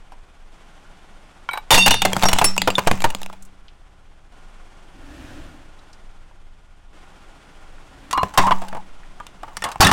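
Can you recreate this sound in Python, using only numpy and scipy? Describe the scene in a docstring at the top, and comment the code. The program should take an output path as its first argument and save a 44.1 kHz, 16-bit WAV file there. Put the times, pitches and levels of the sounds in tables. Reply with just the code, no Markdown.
"""Car crushing a saucer and plastic cups

A car creeps over a terracotta saucer, a soft toy and plastic measuring cups on asphalt, heard from close by.
Each fracture is a sharp snap plus a hollow knock; shards ring, cups creak, and the air inside the tyre hums.
The engine is summed from tones that follow the crankshaft, with hiss, rumble and a throttle-driven roar.
The car's levels jump between separate views of it; big breaks and puffs of air overload the microphone."""
import sys
import numpy as np
from scipy import signal
from scipy.fft import rfft, irfft, next_fast_len
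from scipy.io import wavfile
from scipy.ndimage import uniform_filter1d

SR = 44100
rng = np.random.default_rng(int(sys.argv[2]) if len(sys.argv) > 2 else 0)


def unload_audio(sound):
    """Save the sound as a 16-bit wav file, at the path given as the first command line argument."""
    columns = np.transpose(np.atleast_2d(sound))
    # keep every value between -1 and 1, then stretch to whole-number steps
    steps = np.round(np.clip(columns, -1, 1) * 32767)
    wavfile.write(sys.argv[1], SR, steps.astype(np.int16))


N = 437472
T = np.arange(N) / SR
TOP_HZ = 15900  # upper edge of the microphone; chance fragments stay below it too


def undb(db):
    """Turn decibels into a plain multiplier."""
    return 10 ** (np.asarray(db) / 20)


def unit(x):
    """Scale to an average strength (rms) of 1."""
    return x / np.sqrt(np.mean(x ** 2))


def add(out, s, x):
    """Mix x in from time s, in seconds."""
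    i = int(s * SR)
    out[i:i + len(x)] += x[:N - i]


def fade(t60, size=22050):
    """Die away smoothly, falling 60 dB in t60 seconds."""
    return np.exp(-np.log(1000) * T[:size] / max(t60, .002))


def swell(middle, half):
    """A smooth rise to 1 and fall; half seconds from the middle it is at 37 percent."""
    return np.exp(-((T - middle) / half) ** 2)


def wander(rate, size=22050):
    """Smooth random drift with a spread near 1, from rate random points per second."""
    knots = rng.standard_normal(int(size / SR * rate) + 2)
    joined = np.interp(T[:size] * rate, np.arange(len(knots)), knots)
    return 1.25 * uniform_filter1d(joined, int(SR / rate / 2))


def colour(x, points):
    """Filter to the given (Hz, dB) outline without sounding before the input."""
    size = next_fast_len(len(x) + 2048)
    hz, db = np.transpose(points)
    outline_db = np.interp(np.log(np.fft.rfftfreq(size, 1 / SR) + 1), np.log(hz), db)
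    # folding the cepstrum forwards in time gives the filter minimum phase
    cepstrum = irfft(np.log(undb(outline_db)), size)
    cepstrum[1:size // 2] *= 2
    cepstrum[size // 2 + 1:] = 0
    return irfft(rfft(x, size) * np.exp(rfft(cepstrum)), size)[:len(x)]


def response(points):
    """Short impulse response of a colour."""
    return colour(signal.unit_impulse(2048), points)


def noise(points, size=22050):
    """Coloured noise of rms 1."""
    return unit(colour(rng.standard_normal(size), points))


def through(x, body):
    """Pass x through a body whose response is scaled to keep the power of white noise."""
    return signal.fftconvolve(x, body / np.linalg.norm(body))[:len(x)]


def ring(modes, size=22050):
    """Sum dying sine tones, one for each way the struck body vibrates."""
    return sum(undb(db) * np.sin(2 * np.pi * hz * T[:size]) * fade(t60, size) for hz, db, t60 in modes)


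def clicks(rate, spread_db, size=22050):
    """Random clicks, rate per second, a few much larger than the rest."""
    out, count = np.zeros(size), max(int(rate * size / SR), 1)
    place, side, rarity = rng.random((count, 3)).T
    level_db = spread_db * np.minimum(-np.log(1 - rarity), 4)
    out[(place * size).astype(int)] = np.sign(side - .5) * undb(level_db)
    return out


def burst(t60, rate=12000, spread_db=2.0, front=3.6, size=8192):
    """A crack: one firm click, then a dying run of tiny breaks."""
    tiny_breaks = unit(clicks(rate, spread_db, size))
    return (front * signal.unit_impulse(size) + tiny_breaks) * fade(t60, size)


def fragment(low_hz, high_hz, t60, count=9):
    """Impulse response of a chance fragment: a handful of short tones at random pitches."""
    place, db, life = rng.random((count, 3)).T
    hz = np.minimum(low_hz * (high_hz / low_hz) ** place, TOP_HZ)
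    return ring(zip(hz, -10 * db, t60 * (.5 + life)), size=6000)


def snap(t60, body, ring_db):
    """A crack front, heard directly and through the piece that it splits."""
    front = burst(t60)
    return front + undb(ring_db) * through(front, body)


# presses on the accelerator to climb an object: middle_s, half_length_s, throttle (0 to 1)
PRESSES = [(5.284, .27, .95), (8.145, .3, 0.4)]


def throttle_amount():
    """Each press of the accelerator opens and closes the throttle smoothly."""
    return sum(depth * swell(s, half) for s, half, depth in PRESSES)


def crank_phase(throttle, idle_turns_per_s=15.7, rev_turns_per_s=31, flywheel_s=0.24, unsteady=0.096):
    """The crankshaft speeds up with the throttle, held back by the heavy flywheel, and turns unevenly."""
    lag = np.exp(-1 / (flywheel_s * SR))
    turns = idle_turns_per_s + rev_turns_per_s * signal.lfilter([1 - lag], [1, -lag], throttle)
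    return 2 * np.pi * np.cumsum(turns * (1 + unsteady * wander(5.6, size=N))) / SR


# tones of the exhaust: multiple of crankshaft speed, level_db
ENGINE_ORDERS = [(1, -0.5), (2, 5.5), (3, -7), (4, -1), (5, -12), (6, -7.5), (8, -16), (10, -20.5),
                 (11, -10.5)]


def exhaust_pulses(phase):
    """The exhaust pulses are a sum of tones locked to the crankshaft."""
    # the pipe delays each tone differently: random starting phases smear the pulses
    return unit(sum(undb(db) * np.cos(k * phase + 2 * np.pi * rng.random()) for k, db in ENGINE_ORDERS))


# tone colour of the fan hiss: pitch_hz, level_db
HISS = [(53, -27.5), (90, -3), (172, 2.5), (244, -1), (284, 1), (488, -4), (804, 0.5), (896, -3),
        (1110, -3.5), (1470, -4), (1640, -7), (3430, -10.5), (3910, -16), (9110, -20.5), (16000, -43)]
# ringing of the car body: pitch_hz, level_db, t60_s
PANEL_MODES = [(840, -2, .025), (1077, 7, 0.021), (1410, 4, 0.024), (1410, -6, 0.12)]


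def fan_hiss(phase, panel_db=-10, throb_db=1.23):
    """Fan hiss is coloured noise with ringing panels, and it throbs with each turn of the crankshaft."""
    panels = through(rng.standard_normal(N), ring(PANEL_MODES))
    return (noise(HISS, size=N) + undb(panel_db) * panels) * undb(throb_db * np.cos(phase))


# tone colour of the intake roar: pitch_hz, level_db
ROAR = [(29, -21), (50, 5), (91, -4.5), (141, -10.5), (223, -14), (277, -0.5), (439, -28.5), (559, -12),
        (973, -22.5), (1820, -17.5), (2010, -26.5), (2680, -21.5), (4240, -30.5), (8540, -34.5),
        (16000, -48)]


def intake_roar(intake_db=-8):
    """The intake is rushing noise plus noise rung through two low resonances."""
    intake = through(rng.standard_normal(N), ring([(306, 2.0, 0.42), (336, 6, .08)]))
    return noise(ROAR, size=N) + undb(intake_db) * intake


# tone colour of the low rumble: pitch_hz, level_db
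RUMBLE = [(11, -45), (18, 15), (44, -17.5), (80, -22), (97, -21.5), (113, -24), (130, -26), (170, -88.5),
          (290, -120)]
# base levels for each separate view of the car; they jump abruptly at each start:
# start_s, wheel_clear_s, fan_hiss_db, rumble_db, exhaust_db
VIEWS = [(0, 2, -55, -32, -57), (.52, 3.4, -51.5, -37, -53), (4.322, 6.2, -52, -34.5, -53.5),
         (6.93, 9.6, -50.5, -36.5, -51.5)]


def car(rumble_db=-7, roar_db=-39.5, shade_db=-6, shade_s=.25, exhaust_behind_db=3):
    """Engine pulses, rumble, fan hiss and intake roar; levels jump between views and shift as the wheel passes."""
    rows = np.array(VIEWS)
    _, clear, fan_db, low_db, exhaust_db = rows[np.searchsorted(rows[1:, 0], T)].T
    # 0 to 1 as the wheel passes: it hides the fan, and the exhaust is louder behind it
    behind = .5 + .5 * np.tanh((T - clear) / shade_s)
    throttle = throttle_amount()
    phase = crank_phase(throttle)
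    exhaust = undb(exhaust_db + exhaust_behind_db * behind) * exhaust_pulses(phase)
    hiss = undb(fan_db + shade_db * behind) * fan_hiss(phase)
    roar = undb(roar_db) * throttle * intake_roar()
    rumble = undb(low_db + rumble_db) * noise(RUMBLE, size=N)
    return exhaust + hiss + rumble + roar


# cups taking the load: start_s, wall_pitch_hz at that moment
SQUEEZES = [(0, 960), (8.1, 1120), (8.37, 1023), (8.53, 889), (9.15, 1207)]


def wall_pitch(t, sag_hz_per_s=180):
    """Pitch of the cup under the tread: it sinks steadily from the start of each squeeze as the cup folds."""
    start, hz = np.transpose(SQUEEZES)
    k = np.searchsorted(start[1:], t)
    return hz[k] - sag_hz_per_s * (t - start[k])


# cup wall resonances: multiple of wall pitch, width_hz, level_db
CUP_WALL = [(0.998, 71, 6), (.8, 114, 12.5), (1.2, 110, -14.5), (1.5, 90, -32), (1.9, 80, -54),
            (2.6, 60, -17)]


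def cup_wall(hz):
    """Impulse response of a cup wall damped by the rubber: the wider a resonance, the faster it dies."""
    return ring([(k * hz, db, np.log(1000) / np.pi / width) for k, width, db in CUP_WALL], size=3000)


# tone colour of knocks, in plastic and terracotta alike: pitch_hz, level_db
KNOCK = [(60, -20.5), (200, -9.5), (400, -7.5), (650, 1), (920, 5.5), (1150, -1), (1600, -4.5), (2500, -21),
         (4000, -26.5), (9000, -35.5)]
# plastic buckling and splitting: start_s, knock_db, snap_db, knock_t60_s
CUP_CRACKS = [ (0.12, -37.5, -51, 0.12), (8.11, -32.5, -24, 0.086), (8.129, -24, -19, 0.074),
              (8.176, -7, -26, 0.048), (8.232, 0, -21, 0.019), (8.339, -25.5, -36, 0.15),
              (8.3755, 14.5, 4, 0.064), (8.468, -11.5, -28.5, 0.12), (8.509, -5, -33, 0.054),
              (8.522, -13.5, -30, 0.075), (8.618, -23.5, -40.5, 0.14), (8.684, -46, -32.5, 0.062),
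              (8.728, -19, -46, 0.046), (8.749, -19.5, -41, 0.043), (8.769, -25.5, -44.5, 0.076),
              (9.201, -26, -45, 0.054), (9.267, -51, -34, 0.046), (9.432, -23.5, -43, 0.071),
              (9.479, -35, -56, 0.25), (9.569, -25, -20.5, 0.053), (9.622, -22.5, -27, 0.044),
              (9.640, -20, -19.5, 0.12), (9.654, -19.5, -55, 0.26), (9.688, -37, -36, 0.082),
              (9.717, -32, -28.5, 0.086), (9.758, -21, -33, 0.016), (9.806, 14, 12, 0.11),
              (9.828, 15, 16, 0.015), (9.847, 6.5, 9, 0.009), (9.87, -12, -1, 0.046),
              (9.891, -2, -20, 0.043), (9.914, 14, -1, 0.047)]


def cups(snap_share=0.47, road_db=-10, plastic_t60=0.045, plastic_db=-10, wall_scatter=0.0335):
    """Cup walls buckle with a snap, a hollow ring and a knock on the road."""
    walls, snaps, knocks = np.zeros((3, N))
    for s, knock_db, snap_db, t60 in CUP_CRACKS:
        # each buckle misses the wall pitch by a small random share
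        hz = wall_pitch(s) * (1 + wall_scatter * rng.standard_normal())
        splinter = fragment(1208.5, 6000, plastic_t60)
        add(walls, s, undb(knock_db) * through(burst(t60), cup_wall(hz)))
        add(knocks, s, undb(knock_db + road_db) * burst(t60))
        add(snaps, s, undb(snap_db) * snap(t60 * snap_share, splinter, plastic_db))
    hollow = colour(walls, [(200, -12.0), (750, -6.5), (3000, 4), (8000, -18.0)])  # small cups radiate little bass
    bright = response([(200, -2), (1000, 3.0), (2800, 5.0), (5000, 2.0), (9000, 3), (16000, -16)])
    return hollow + through(snaps, bright) + through(knocks, response(KNOCK))


# air inside the tyre: pitch_hz, level_db, t60_s
TYRE_AIR = [(190.2, 2.5, 0.92), (105.5, -7.5, 0.51)]


def tyre(hum_db=-28, thud_db=-19, thud_t60=0.13, cup_db=-3, most_db=4):
    """The tyre drops a little at each break: the knock thuds in rubber, the snap sets the air inside ringing."""
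    hum, thud = np.zeros((2, N))
    air, settle = ring(TYRE_AIR), fade(thud_t60)
    for cracks, drop_db in ((CLAY_CRACKS, 0), (CUP_CRACKS, cup_db)):
        for s, knock_db, snap_db, _ in cracks:
            add(hum, s, undb(min(snap_db, most_db) + hum_db) * air)  # the tyre can drop only so far
            add(thud, s, undb(knock_db + drop_db + thud_db) * settle)
    rubber = noise([(25, -12), (60, -2.5), (120, -1.5), (260, -4.5), (700, -22.5), (3000, -70.5)], size=N)
    return hum + thud * rubber


# the car's weight rolling over grit and debris: middle_s, half_length_s, grinding_db
LOADS = [(2.296, 0.17, -25.5), (2.904, 0.29, -38.5), (7.6, 0.43, -69.5), (8.5, .22, -41),
         (9.673, 0.19, -46.5)]


def grinding(crumb_db=-37.5, crumb_t60=0.37):
    """Strength of the crackle: it follows the weight on the debris, and each break sheds fresh crumbs."""
    power = sum((undb(db) * swell(s, half)) ** 2 for s, half, db in LOADS)
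    for s, knock_db, *_ in CLAY_CRACKS + CUP_CRACKS:
        add(power, s, (undb(knock_db + crumb_db) * fade(crumb_t60)) ** 2)
    return np.sqrt(power)


# light ticks of grit and toy under the tread: start_s, level_db, centre_hz
TICKS = [(3.424, -42, 7700), (3.451, -46, 8140), (3.682, -43.5, 3040), (5.79, -51, 4000),
         (5.93, -44.5, 4900), (6.311, -45.5, 827), (7.781, -45, 1500), (9.033, -42.5, 1800)]


def grit(knock_db=-4, snap_db=-6, tick_t60=0.054):
    """Crumbs and road grit crackle under the weight; light ticks sound softly in a narrow band."""
    dull = through(unit(clicks(706, 5.8, size=N)), response(KNOCK))
    # three sets of clicks, each ringing its own chance fragment
    sharp = sum(through(clicks(250, 3.2, size=N), fragment(2000, 18000, 0.0051, count=14)) for _ in range(3))
    out = grinding() * (undb(knock_db) * dull + undb(snap_db) * unit(sharp))
    for s, db, hz in TICKS:
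        band = [(hz / 4, -45), (hz / 2, -18), (hz, 0), (2 * hz, -18), (4 * hz, -50)]
        add(out, s, undb(db) * through(burst(tick_t60), response(band)))
    return out


# saucer tipped by the tread, scuffing on the road: start_s, level_db, t60_s
SCUFFS = [(1.489, -13.5, 0.024), (1.517, -33.5, 0.064), (1.536, -20, 0.061), (1.555, -26, 0.08),
          (1.574, -13.5, 0.036)]
# tone colour of the scuffs: pitch_hz, level_db
SCUFF = [(150, -25.5), (600, -4), (850, 12.5), (1100, 6.5), (1300, -4.5), (1530, 5.5), (1900, -5.5),
         (3000, -11.5), (5000, -22), (14000, -39)]
# terracotta fractures: start_s, knock_db, snap_db, knock_t60_s
CLAY_CRACKS = [ (1.706, 5, 3, 0.15), (1.742, -6, 7.5, 0.073), (1.78, -0.5, -5, 0.037),
               (1.861, 3.5, 1.5, 0.059), (1.879, -2.5, 8, 0.022), (1.908, -2.5, 6, 0.034),
               (1.942, -13, -12.5, 0.032), (2.019, -9, -4, 0.031), (2.051, -0.5, -1.5, 0.039),
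               (2.132, -5.5, -8, 0.0089), (2.166, -7, -12, 0.015), (2.225, -16, -13.5, 0.025),
               (2.234, 1, -3, 0.043), (2.256, -4.5, -19, 0.034), (2.286, -11.5, -7, 0.047),
               (2.331, -4, 2.5, 0.025), (2.386, -12, -6.5, 0.043), (2.414, -5, -15.5, 0.055),
               (2.443, 0, 0, 0.037), (2.565, -19, -23, 0.013), (2.579, -11.5, -4.5, 0.012),
               (2.618, -10.5, -1, 0.008), (2.675, -1.5, -12, 0.052), (2.703, -19.5, -22.5, 0.039),
               (2.782, -6, -18, 0.052), (2.792, -45, -14.5, 0.013), (2.872, -1, -7, 0.048),
               (2.913, 3, -6.5, 0.012), (3.005, -24.5, -24, 0.015), (3.021, -22.5, -20, 0.012),
               (3.042, 0.5, -11.5, 0.055), (3.103, -30, -23.5, 0.03), (3.149, -14.5, -14, 0.0062),
               (3.217, -29, -26.5, 0.015), (3.232, -33.5, -20, 0.0061), (3.262, -31, -26.5, 0.0073),
               (3.299, -27, -42, 0.014), (3.328, -38, -42, 0.074)]
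# tone colour of terracotta snaps: pitch_hz, level_db
SNAP = [(200, -21), (1000, -12), (2800, 2.5), (4500, -4.5), (6000, -5), (8000, -4), (11000, -10.5),
        (16000, -11.5)]


def terracotta(snap_share=0.72, shard_t60=.022, shard_db=-7):
    """Each break snaps, rings its fragments and knocks in the wedge of air between tread and road."""
    knocks, snaps, scuffs = np.zeros((3, N))
    for s, knock_db, snap_db, t60 in CLAY_CRACKS:
        chunk = fragment(455, 1800, 0.027)
        shard = fragment(2000, 12000, shard_t60)
        add(knocks, s, undb(knock_db) * snap(t60, chunk, ring_db=-18.5))
        add(snaps, s, undb(snap_db) * snap(t60 * snap_share, shard, shard_db))
    for s, db, t60 in SCUFFS:
        add(scuffs, s, undb(db) * burst(t60))
    return through(knocks, response(KNOCK)) + through(snaps, response(SNAP)) + through(scuffs, response(SCUFF))


# what each named piece rings with: pitch_hz, level_db, t60_s
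MODES_OF = { "saucer": [(1030, -3.5, 0.023), (1380, 7.5, 0.039), (1482, -24.5, 0.029), (2272, -6.5, 0.16),
            (3100, -6.5, 0.055), (5850, -33, 0.11)], "glaze": [(2282, 2.5, 0.057), (3906, -5, 0.09),
            (5100, -23, 0.0524), (7990, -20, 0.04), (8720, -8.5, .04), (11980, -16, .08),
            (12910, -15.5, 0.072)], "rim": [(2835, -12, .4), (3622, -1, 0.35), (3510, -10.5, 0.14),
            (4297, -22, .5), (4648, -13, 0.4), (5570, -15, .3), (6750, -17, .15), (9100, -16, 0.18),
            (10380, -11.5, 0.25)], "base": [(2743, -1, 0.45), (2600, -9.5, 0.11), (6445, -2.5, .11),
            (8436, -11.5, 0.16)], "wedge": [(5600, -1.5, 0.18), (8370, -17, 0.15)],
            "sliver": [(5410, -10.5, 0.22), (7660, -12, 0.15), (9900, 8.5, 0.049), (12800, -21, .12)],
            "chip": [(3540, 14, 0.03), (7050, -9, 0.054), (9000, -17, 0.11)], "flake": [(2620, 3, 0.014),
            (2800, 1, 0.039), (4670, -15, 0.07), (7460, -15, 0.074)], "cup": [(1020, 5.5, 0.22),
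            (2850, -6.5, 0.099), (4130, -20, 0.25)], "handle": [(1410, -3, 0.09), (1805, 6.5, 0.042),
            (2690, -12, .07), (3470, -13, 0.12), (5500, -3, 0.034)]}
# pieces struck or sprung free: start_s, piece name, level_db
RINGS = [(1.4895, "saucer", -21), (1.511, "glaze", -30.5), (1.533, "glaze", -24), (1.575, "glaze", -28),
         (1.708, "rim", 3), (1.776, "base", -3.5), (1.822, "rim", -14), (1.909, "rim", -14),
         (2.253, "wedge", -7.5), (2.443, "sliver", -0.5), (2.580, "flake", -15.5), (2.703, "flake", -17),
         (2.754, "chip", -18.5), (2.866, "flake", -22.5), (8.133, "cup", -23), (8.180, "cup", -17.5),
         (9.623, "handle", -23.5), (9.847, "chip", -10.5), (9.868, "handle", -5)]


def pieces(rock_rate=130, rock_db=2.0, rock_phase=0.53, contact_s=0.00015):
    """Loose pieces ring; they tumble and rub, so each tone wavers on its own in phase and level."""
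    out, t = np.zeros(N), T[:SR // 2]
    attack = 1 - np.exp(-t / contact_s)
    for s, piece, db in RINGS:
        for hz, mode_db, t60 in MODES_OF[piece]:
            tone = np.sin(2 * np.pi * hz * t + rock_phase * wander(rock_rate))
            level = undb(db + mode_db + rock_db * wander(rock_rate))
            add(out, s, level * tone * attack * fade(t60))
    return out


# air squeezed from under the tread:
# start_s, pressure (1 = full scale, sign = direction, before the microphone limits it), decay_s
PUFFS = [(1.737, 0.96, 0.061), (1.88, -0.3, 0.14), (2.233, -0.51, 0.12), (2.331, -0.43, 0.18),
         (2.87, 0.46, 0.18), (3.044, -0.2, 0.052), (8.375, -0.49, 0.19), (9.801, -2.1, 0.0062)]


def puffs(swing_hz=2.6, rise_s=0.001):
    """A gust at the microphone: a quick push that swings slowly back."""
    out, t = np.zeros(N), T[:SR]
    for s, pressure, decay in PUFFS:
        push = (1 - np.exp(-t / rise_s)) * np.exp(-t / decay)
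        add(out, s, pressure * push * np.cos(2 * np.pi * swing_hz * t))
    return out


# cup walls squeaking on rubber: start_s, length_s, level_db
CREAKS = [(8.127, 0.082, -25), (8.181, 0.045, -18.5), (8.397, 0.031, -17.5), (8.436, 0.041, -15.5),
          (8.461, 0.04, -19), (8.51, 0.02, -8), (8.531, .19, -42), (8.751, 0.056, -35.5),
          (9.869, 0.028, -27)]


def creaks(slip_rate=380, jitter=0.06, rough_db=4.5, octave_db=-27):
    """Plastic sticks and slips on rubber: a rough squeak that sinks as the wall folds."""
    out = np.zeros(N)
    for s, length, db in CREAKS:
        along = np.minimum(T[:SR // 2] / length, 1)  # 0 to 1 through the creak
        hz = wall_pitch(s + length * along) * (1 + jitter * wander(slip_rate))
        phase = 2 * np.pi * np.cumsum(hz) / SR
        tone = unit(np.sin(phase) + undb(octave_db) * np.sin(2 * phase))
        grip = np.sqrt(np.sin(np.pi * along).clip(0)) * undb(rough_db * wander(slip_rate))
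        add(out, s, undb(db) * grip * tone)
    return out


def driveway(x, wet_db=-23, t60=0.23):
    """Faint scatter from the underside of the car and the yard: a noise tail that builds, then dies."""
    scatter = noise([(100, 1.5), (900, -9.0), (3000, -4.5), (8000, -8.0), (16000, -29.0)])
    tail = scatter * fade(t60) * (1 - fade(0.09))
    return x + undb(wet_db) * through(x, tail)


def scene():
    """Everything that breaks sounds in the yard; the tyre, the car and the gusts lie under it."""
    crushing = terracotta() + cups() + creaks() + pieces() + grit()
    return (driveway(crushing) + tyre() + puffs() + car())[None]


def record(dry, ceiling=0.43, knee=4.5, top_db=-2):
    """The microphone saturates on the big breaks; its treble is rounded off, then cut above TOP_HZ."""
    held = dry / (1 + np.abs(dry / ceiling) ** knee) ** (1 / knee)
    held = colour(held[0], [(5000, 0), (15000, top_db)])[None]
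    return signal.sosfilt(signal.ellip(10, .2, 80, TOP_HZ, fs=SR, output="sos"), held)


dry = scene()
out = record(dry)
unload_audio(out)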